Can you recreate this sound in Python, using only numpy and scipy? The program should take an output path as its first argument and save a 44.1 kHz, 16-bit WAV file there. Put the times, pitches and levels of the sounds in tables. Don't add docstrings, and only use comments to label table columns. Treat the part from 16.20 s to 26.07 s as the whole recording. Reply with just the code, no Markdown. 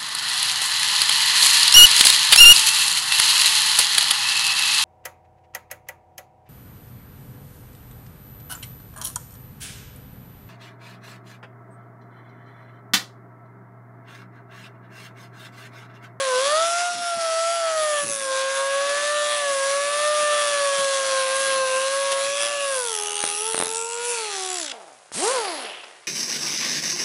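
import sys
import numpy as np
from scipy import signal
from scipy.fft import rfft, irfft, next_fast_len
from scipy.io import wavfile
from scipy.ndimage import uniform_filter1d, map_coordinates

SR = 44100
rng = np.random.default_rng(int(sys.argv[2]) if len(sys.argv) > 2 else 0)


def int16_out(signal):
    q = np.round(np.clip(np.atleast_2d(signal).T, -1, 1) * 32767)
    wavfile.write(sys.argv[1], SR, q.astype(np.int16))


N = 435266

# t/s, speed/(turns/s)
LOADED_SPEED = [(0.0, 110.4), (0.16, 99.0), (0.42, 133.3), (0.64, 141.6), (0.88, 138.6), (1.11, 129.9),
                (1.35, 136.2), (1.79, 116.3), (2.11, 105.8), (2.54, 110.4), (2.92, 118.4), (3.16, 117.9),
                (3.39, 108.3), (3.88, 120.1), (4.21, 117.7), (4.5, 111.6), (5.07, 105.5), (5.23, 108.7),
                (5.52, 104.0), (5.79, 110.6), (5.98, 109.3), (6.31, 116.2), (6.51, 109.7), (6.77, 83.5),
                (7.15, 82.3), (7.32, 90.8), (7.39, 87.3), (7.91, 96.9), (8.18, 76.0), (8.37, 73.0),
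                (8.5, 52.3)]
# speed/(turns/s), level/dB
EXHAUST_BY_SPEED = [(8, -90), (33, -50), (46, -31), (60, -19), (75, -13), (93, -10), (103, -0.5), (132, 0),
                    (142, -2)]
# base level/dB, share of the exhaust's swing that each follows
VANE_HARMONICS = [(-25.5, 1), (-30.5, .7), (-33.5, .8)]
# middle t/s, length/s, change/dB of harmonics 1, 2 and 3
WHINE_SWELLS = [(.16, .1, 5, 4, 4), (.36, .16, 3, 6, 1), (.55, .26, .5, 4.5, 3), (1.25, .2, 0, 2, 0),
                (.82, .25, -1, 0, -7), (1.39, .1, 0, 0, -9), (1.65, 0.34, 1, 1, 1.5), (2.7, 1.6, -1, -1, 0),
                (4.05, .6, 2, 3.5, 1), (5.3, .5, 1.5, 1.5, 2), (6.25, .6, -3.5, -5, -6),
                (7.42, .17, -3, -4, -7), (8.3, .3, -1.5, 2.5, -2), (8.53, .14, -7, -5, -3),
                (9.12, .25, 0, -1, -4)]
# multiple of the shaft speed, relative level/dB
ROTOR_TONES = [(1, -50.5), (2, -48), (2.5, -41.5), (3, -43.5), (4, -34), (6, -28.5), (6.2, -25), (7, -28),
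               (8, -32), (8.75, -23.5), (9, -42), (11, -22), (11.2, -30), (12, -23), (13, -29), (14, -25),
               (25, -28.5), (40, -28), (50, -30)]
# t/s, high side/dB, opposite side/dB
DISC_BITES = [(0, 4, 0), (1.8, 3.5, 1.5), (1.9, 13, 3), (2.2, 3.5, 1.5), (6.12, 4.5, 1), (6.23, 10, 1),
              (6.38, 3.5, 0), (6.8, 15, 1), (7.05, 15, 3), (7.17, 12.5, 12), (7.47, 20.5, 2),
              (7.62, 10, -3), (7.77, 10, 0), (7.86, 7.5, 8.5), (8.17, 10, 9.5), (8.26, -1.5, 8.5),
              (8.5, 1, 10)]
# t/s, rasp/dB, hiss/dB, sizzle/dB
GRIND_LEVELS = [(0.0, -30.5, -34.5, -35.9), (0.59, -31, -30, -33.5), (0.77, -36, -35, -39),
                (1.31, -33, -33, -36), (1.42, -34, -35.0, -38.5), (1.77, -30.5, -32, -32),
                (1.9, -37.7, -33.2, -30), (2.21, -32.5, -36, -37.2), (4.14, -29.7, -32.6, -32.0),
                (4.88, -32.1, -32.4, -34.5), (5.16, -30, -34.5, -32.5), (6.12, -32, -33.9, -35.5),
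                (6.24, -28, -30, -31), (6.34, -34, -35.0, -37.7), (6.55, -35, -35.5, -29.7),
                (6.74, -35.4, -33.5, -32), (7.42, -36, -37.5, -28), (7.66, -42.7, -32.1, -38),
                (7.81, -37.9, -36.2, -40), (7.88, -36.2, -33.4, -29.5), (8.05, -34.5, -36.5, -37.2),
                (8.43, -39, -34, -33.5), (8.5, -40.5, -43, -38)]
# middle t/s, length/s, change/dB
HAND_PRESSES = [(.26, .04, 3), (.89, .08, 2.5), (.98, .05, -2.5), (2.09, .04, -3), (2.77, .08, 2.5),
                (5.43, .05, -2.5), (5.925, .025, 5), (5.955, .03, -3), (7.565, .04, 3.5), (8.38, .14, 2),
                (8.519, .02, 3)]
# f/Hz, level/dB
ROAR_SPECTRUM = [(25, -62), (70, -54), (120, -30), (260, -12), (500, -4.5), (900, -2), (1300, 2.5),
                 (1900, -2), (2600, -2.5), (5000, -16)]
RASP_SPECTRUM = [(25, -70), (300, -27), (900, -22), (1400, -0.5), (2100, 0.5), (3200, 3), (4200, 0.5),
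                 (5200, -5), (7000, -50)]
HISS_SPECTRUM = [(2800, -59), (4000, -12), (4800, -3), (5900, 1), (6900, 2.5), (7700, -4), (8500, -2),
                 (10000, -50)]
SIZZLE_SPECTRUM = [(6000, -52), (7500, -19), (8200, 3.5), (9000, 6.5), (9700, 2.5), (10500, 12),
                   (11200, -4.5)]
# f/Hz, width/Hz, level/dB
SHEET_MODES = [(2560, 89, 4.5), (3080, 230, 5), (3223, 200, 12), (5870, 140, 4), (5930, 160, -8.5),
               (6420, 430, 0.5), (6970, 480, 0), (8000, 190, 9.5), (8960, 400, -5), (9800, 390, -14),
               (10700, 110, 9)]
# middle t/s, length/s, f/Hz, relative level/dB
SHEET_SQUEALS = [(.9, .32, 5400, 0), (1.35, 0.3, 4770, -1), (1.94, .11, 6500, -5), (4.2, .9, 9100, -8),
                 (5.39, 0.12, 10210, 1), (5.57, .11, 2680, -1), (6.22, .17, 3200, -2), (6.236, .3, 2650, 0),
                 (6.835, .16, 2970, 9), (6.9, .26, 6250, -3), (7.026, .15, 9000, 4), (7.173, .18, 2760, 0),
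                 (7.2, .2, 10200, 6), (7.233, 0.13, 3300, -2), (7.39, 0.11, 8900, 7), (7.47, .1, 10700, 6),
                 (7.567, 0.05, 9000, 4), (7.664, .16, 7900, 3), (7.717, .22, 7100, -2), (7.6, .25, 2600, 0),
                 (7.865, .2, 2480, 0), (7.93, .18, 9000, -5), (8.03, .14, 4400, -1), (8.34, 0.09, 7920, 1),
                 (8.35, .12, 7150, -2), (8.37, .14, 10950, -1), (7.89, .12, 10850, -3),
                 (1.87, .18, 10440, -5), (1.99, .15, 9040, -6), (6.82, .2, 10400, -5),
                 (1.77, .08, 3250, -2), (6.24, .12, 4950, -5), (6.983, .12, 6540, -1)]
# t/s, peak level/dB, treble corner/Hz
DISC_KICKS = [(7.0394, -7.5, 3000), (7.3459, -8.5, 2200), (7.379, -12, 3500), (7.4014, -8.5, 1500),
              (7.4122, -11, 2000), (7.4247, -9, 2000), (7.4695, -14, 5000)]
# t/s, peak level/dB, treble corner/Hz
TRIGGER_CLICKS = [(8.8934, -42, 1500), (8.9183, -24, 1500), (8.9515, -21, 9000)]
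# f/Hz, level/dB
KNOCK_SPECTRUM = [(25, -24), (60, -13), (130, -4), (300, 2.5), (600, 2.5), (1100, -0.5), (2000, 2),
                  (2600, -5), (4300, -16), (6000, -7), (11000, -12)]
# f/Hz, level/dB
CHUFF_SPECTRUM = [(30, -62), (100, -38), (250, -21), (500, 0), (720, 10.5), (1000, -1), (1500, -6),
                  (2500, -20), (6000, -35)]
WHIRR_SPECTRUM = [(30, -42), (100, -40), (400, -1), (1200, -1.5), (2000, -0.5), (3000, -2), (3800, -5.5),
                  (5500, -9.5), (9000, -44)]
AIR_SPECTRUM = [(50, -37), (200, -24), (900, -0.5), (2500, -3), (4400, 1), (6500, 2), (8500, 1.5),
                (9700, 2.5), (11200, -1)]
# middle t/s, length/s, f/Hz, relative level/dB
FREE_WHISTLES = [(9.017, 0.17, 8530, -10), (9.3, 0.19, 4530, -9), (9.38, 0.23, 10540, -4.5),
                 (9.56, 0.12, 2980, 0.5)]
# middle t/s, length/s, level/dB
SHEET_SCRAPES = [(9.642, .014, -40)]
# middle t/s, length/s, level/dB, dip/dB
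MIC_PUFFS = [(0.78, .11, -47, -5.5), (0.972, 0.029, -42, -3.5), (1.866, 0.08, -40.5, -8.5),
             (1.97, 0.16, -51, -10), (4.01, 0.066, -50, -1), (4.605, 0.078, -48.5, -0.5),
             (5.35, 0.29, -55, 0), (6.088, .08, -52, 0.5)]
# f/Hz, level/dB
PUFF_SPECTRUM = [(25, -24), (70, -16), (100, -2), (130, 4), (250, 5.5), (450, 1), (1200, -30)]
ROOM_TONE_SPECTRUM = [(25, -16), (70, -31), (125, 3), (200, -19), (400, 3), (1200, 6), (4000, -16),
                      (11000, -24)]
# f/Hz, time to fall 60 dB/s
GARAGE_DECAY = [(150, 0.58), (1500, 0.39), (10000, 0.07)]

VANES = 5
HIGH_SIDE_S, LIFT_OFF_S = 7.402, 8.525
SQUEEZE_S, RELEASE_S = 8.918, 9.132


def shaft_speed():
    inertia_s, coast_s, spin_up_s, valve_lag_s = .09, .4, .175, .022
    drag, unloaded = -8, 160
    t = clock()
    speed = uniform_filter1d(curves(LOADED_SPEED)[0], size=int(inertia_s * SR), mode="nearest")
    for start, goal, lag in ((LOADED_SPEED[-1][0], drag, coast_s),
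                             (SQUEEZE_S + valve_lag_s, unloaded, spin_up_s),
                             (RELEASE_S, drag, coast_s)):
        gap = np.interp(start, t, speed) - goal
        speed = np.where(t > start, goal + gap * np.exp(-np.maximum(t - start, 0) / lag), speed)
    return np.maximum(speed, 1)


def motor_whine(turns, speed):
    muffler_hz, muffler_db_per_hz = 1793, .06
    full_air = trigger_burst(0, attack_s=.01, hold_s=RELEASE_S - SQUEEZE_S, fall_db_per_s=220)
    exhaust_db = along(EXHAUST_BY_SPEED, speed + 28.4 * full_air)
    dips = [(s, length, dip) for s, length, _, dip in MIC_PUFFS]
    valve_shuts = (RELEASE_S, .014, -14)
    dip_db = swells(dips + [valve_shuts]) + .6 * wobble(16)
    angle = 2 * np.pi * (turns + .0013 * wobble(70))
    levels = []
    for k, (db, share) in enumerate(VANE_HARMONICS, 1):
        swell_db = swells([(s, length, heights[k - 1]) for s, length, *heights in WHINE_SWELLS])
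        muffled_db = muffler_db_per_hz * np.maximum(k * VANES * speed - muffler_hz, 0)
        waver_db = .45 * k * wobble(18) + .41 * wobble(45)
        levels.append(db + share * exhaust_db + swell_db + dip_db - muffled_db + waver_db)
    whine = sum(amp(db) * np.cos(k * VANES * angle) for k, db in enumerate(levels, 1))
    rotor = sum(amp(db + 4.7 * wobble(7)) * np.sin(order * angle + .57 * wobble(9))
                for order, db in ROTOR_TONES)
    return np.sqrt(2) * (whine + amp(levels[0] - .5) * rotor)


def grinding(turns, speed):
    pressure_db = swells(HAND_PRESSES) + .7 * wobble(16)
    rasp_db, hiss_db, sizzle_db = (db + pressure_db + .6 * wobble(16) for db in curves(GRIND_LEVELS))
    skip_db = uniform_filter1d(np.maximum(*curves(DISC_BITES)), size=SR // 5)
    freedom = np.clip((skip_db - 2) / 24, 0, .9)
    force = contact_force(turns, width_turns=.16) * amp(.57 * wobble(60) + 1.05 * wobble(1500))
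    squeals = SHEET_SQUEALS + faint_squeals(freedom)
    low, middle, high = ([row for row in squeals if low_hz <= row[2] < high_hz]
                         for low_hz, high_hz in ((0, 4800), (4800, 8400), (8400, SR)))
    roar = amp(rasp_db - 7) * noise(ROAR_SPECTRUM)
    rasp = coloured(turning_noise(turns, repeat=.76, wear_turns=20, patchy_db=1.8), RASP_SPECTRUM)
    hiss = coloured(turning_noise(turns, repeat=.34, wear_turns=7.8, patchy_db=1.07), HISS_SPECTRUM)
    sizzle = coloured(turning_noise(turns, repeat=.35, wear_turns=8.9, patchy_db=1.4), SIZZLE_SPECTRUM)
    rasp = squealing(sheet_ring(rasp, .3 * freedom), low, speed, width_hz=450, glide=.73)
    hiss = squealing(sheet_ring(hiss, freedom), middle, speed, width_hz=550, glide=.29)
    sizzle = squealing(sheet_ring(sizzle, .35 * freedom), high, speed, width_hz=680, glide=.19)
    rub = roar + amp(rasp_db + .24) * rasp + amp(hiss_db - .9) * hiss + amp(sizzle_db + .9) * sizzle
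    touching = np.clip((LIFT_OFF_S - clock()) / .0059, 0, 1)
    return touching * force * rub


def contact_force(turns, width_turns, smooth_s=.012):
    high_db, opposite_db = curves(DISC_BITES)
    power = 1.
    for db, offset_turns in ((high_db, 0), (opposite_db, .43)):
        away = (turns - offset_turns + .5) % 1 - .5
        bite = np.exp(-np.abs(away / width_turns) ** 3)
        power = power + (amp(np.maximum(db, 0)) ** 2 - 1) * bite
    pole = np.exp(-1 / (smooth_s * SR))
    return np.sqrt(power / signal.filtfilt([1 - pole], [1, -pole], power))


def turning_noise(turns, repeat, wear_turns, patchy_db, per_turn=320):
    fresh, grit, patches = rng.standard_normal((3, 4 * per_turn, per_turn))
    partials = rfft(signal.lfilter([1], [1, -np.exp(-1 / wear_turns)], grit, axis=0))
    buzz = unit(irfft(partials / np.abs(partials) ** .4))
    track = (np.sqrt(repeat) * buzz + np.sqrt(1 - repeat) * fresh).ravel()
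    spectra = signal.stft(track, nperseg=per_turn)[2]
    patches = uniform_filter1d(np.resize(patches, spectra.shape[::-1]), size=30, axis=0)
    patches = uniform_filter1d(patches, size=5, axis=1)
    track = signal.istft(spectra * amp(patchy_db * unit(patches).T), nperseg=per_turn)[1]
    return unit(map_coordinates(track, [(turns - turns[0] + 20) * per_turn], mode="wrap"))


def sheet_ring(rub, freedom):
    def response(hz):
        modes = sum((-1) ** k * amp(db) * 1j * hz * width / (mode_hz ** 2 - hz ** 2 + 1j * hz * width)
                    for k, (mode_hz, width, db) in enumerate(SHEET_MODES))
        return 1j * modes + .16 * (hz < 2000)
    return np.sqrt(1 - freedom) * rub + np.sqrt(freedom) * unit(filtered(rub, response))


def squealing(x, squeals, speed, width_hz, glide):
    before, out = running_power(x), x.copy()
    narrow = signal.butter(2, width_hz / 2, fs=SR)
    for s, length, hz, db in squeals:
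        span = np.arange(max(0, int((s - 1.5 * length) * SR)), min(N, int((s + 1.5 * length) * SR)))
        swell = np.exp(-2 * ((span / SR - s) / length) ** 2)
        pitch_hz = hz * (speed[span] / speed[int(s * SR)]) ** glide
        carrier = np.exp(2j * np.pi * np.cumsum(pitch_hz) / SR)
        rms = np.sqrt(before[span])
        band = (signal.filtfilt(*narrow, x[span] / rms / carrier) * carrier).real
        out[span] += amp(db - 2.5) * swell * unit(band) * rms
    return out * np.sqrt(before / running_power(out))


def faint_squeals(freedom, count=18, length_s=.18):
    draws = rng.random((count, 2)) * (LIFT_OFF_S, len(SHEET_MODES))
    return [(s, length_s, SHEET_MODES[int(mode)][0], -15 + 14 * freedom[int(s * SR)])
            for s, mode in draws]


def knocks(blows, size=2048):
    out = np.zeros(N + SR)
    hz = np.fft.rfftfreq(size, 1 / SR)
    for s, db, corner_hz in blows:
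        gain = amp(along(KNOCK_SPECTRUM, hz)) / np.hypot(1, hz / corner_hz)
        cepstrum = irfft(np.log(gain))[:size // 2]
        push = irfft(np.exp(2 * rfft(cepstrum, size)))
        push = push - .25 * np.pad(push, (SR // 2000, 0))[:size]
        out[round(s * SR):][:size] += amp(db) * push / np.abs(push).max()
    return out[:N]


def free_run(turns, speed):
    decades = np.log10(speed / 50)
    coasting = amp(-50.5 + 10.5 * decades)
    looseness = .7 / (speed + 5) * wobble(200)
    vane = np.floor(VANES * (turns + looseness))
    puffs = np.diff(vane, prepend=vane[0]) * amp(3.2 * rng.standard_normal(N)) / np.sqrt(speed + 1)
    merged_db = .1 * np.maximum(speed - 60, 0)
    chuff = amp(-41.5 + 33 * decades - merged_db) * coloured(puffs, CHUFF_SPECTRUM)
    sliding = turning_noise(turns, repeat=.43, wear_turns=6, patchy_db=-.5) * (speed / 110)
    sliding += .56 * rng.standard_normal(N)
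    whirr_gain = coasting + trigger_burst(-33.5, attack_s=.1, hold_s=.55, fall_db_per_s=52)
    whirr = whirr_gain * amp(1.8 * wobble(250)) * coloured(sliding, WHIRR_SPECTRUM)
    air_gain = coasting + trigger_burst(-25, attack_s=.035, hold_s=.15, fall_db_per_s=56)
    air = air_gain * amp(1.7 * wobble(300)) * noise(AIR_SPECTRUM)
    whistling = squealing(whirr + air, FREE_WHISTLES, speed, width_hz=1040, glide=0)
    return (clock() > LIFT_OFF_S) * (chuff + whistling)


def trigger_burst(db, attack_s, hold_s, fall_db_per_s):
    age = np.maximum(clock() - SQUEEZE_S, 0)
    return (1 - np.exp(-age / attack_s)) * amp(db - fall_db_per_s * np.maximum(age - hold_s, 0))


def sheet_scrape():
    return swells([(s, length, amp(db)) for s, length, db in SHEET_SCRAPES]) * noise(WHIRR_SPECTRUM)


def air_on_microphone():
    swell = swells([(s, length, amp(db)) for s, length, db, _ in MIC_PUFFS])
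    return swell * amp(1.2 * wobble(100)) * noise(PUFF_SPECTRUM)


def garage(x):
    hz, t, spectra = signal.stft(rng.standard_normal(SR // 2), SR, nperseg=256)
    decay = amp(-60 * t / along(GARAGE_DECAY, hz)[:, None])
    tail = signal.istft(spectra * decay, SR, nperseg=256)[1]
    return signal.fftconvolve(np.pad(x, (SR // 200, 0)), tail / np.linalg.norm(tail))[:N]


def amp(db):
    return 10 ** (np.asarray(db) / 20)


def unit(x):
    return x / np.sqrt(np.mean(x ** 2) + 1e-20)


def running_power(x):
    return np.abs(uniform_filter1d(x * x, size=SR // 20)) + 1e-12


def along(points, hz):
    f, values = np.transpose(points)
    return np.interp(np.log(hz + 1), np.log(f + 1), values)


def clock():
    return np.arange(N) / SR


def curves(rows):
    s, *columns = np.transpose(rows)
    return [np.interp(clock(), s, column) for column in columns]


def swells(rows):
    t = clock()
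    return sum(height * np.exp(-np.minimum((2 * (t - s) / length) ** 2, 50))
               for s, length, height in rows)


def wobble(rate):
    return map_coordinates(rng.standard_normal(int(N * rate / SR) + 4), [clock() * rate])


def filtered(x, response):
    size = next_fast_len(N + SR // 2)
    return irfft(rfft(x, size) * response(np.fft.rfftfreq(size, 1 / SR)), size)[:N]


def coloured(x, spectrum):
    return unit(filtered(x, lambda hz: amp(along(spectrum, hz))))


def noise(spectrum):
    return coloured(rng.standard_normal(N), spectrum)


def scene():
    speed = shaft_speed()
    turns = np.cumsum(speed) / SR
    turns -= np.interp(HIGH_SIDE_S, clock(), turns)
    whine = motor_whine(turns, speed)
    work = grinding(turns, speed) + free_run(turns, speed)
    work += sheet_scrape() + knocks(DISC_KICKS + TRIGGER_CLICKS)
    reverb = amp(-15) * garage(work + whine / 2)
    puffs = air_on_microphone()
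    room_tone = amp(-61.5) * noise(ROOM_TONE_SPECTRUM)
    return (whine + work + reverb + puffs + room_tone)[None]


def record(dry):
    top_hz, edge_hz = 11130, 100
    return filtered(dry[0], lambda hz: np.clip((top_hz - hz) / edge_hz + .5, 0, 1))[None]


dry = scene()
out = record(dry)
int16_out(out)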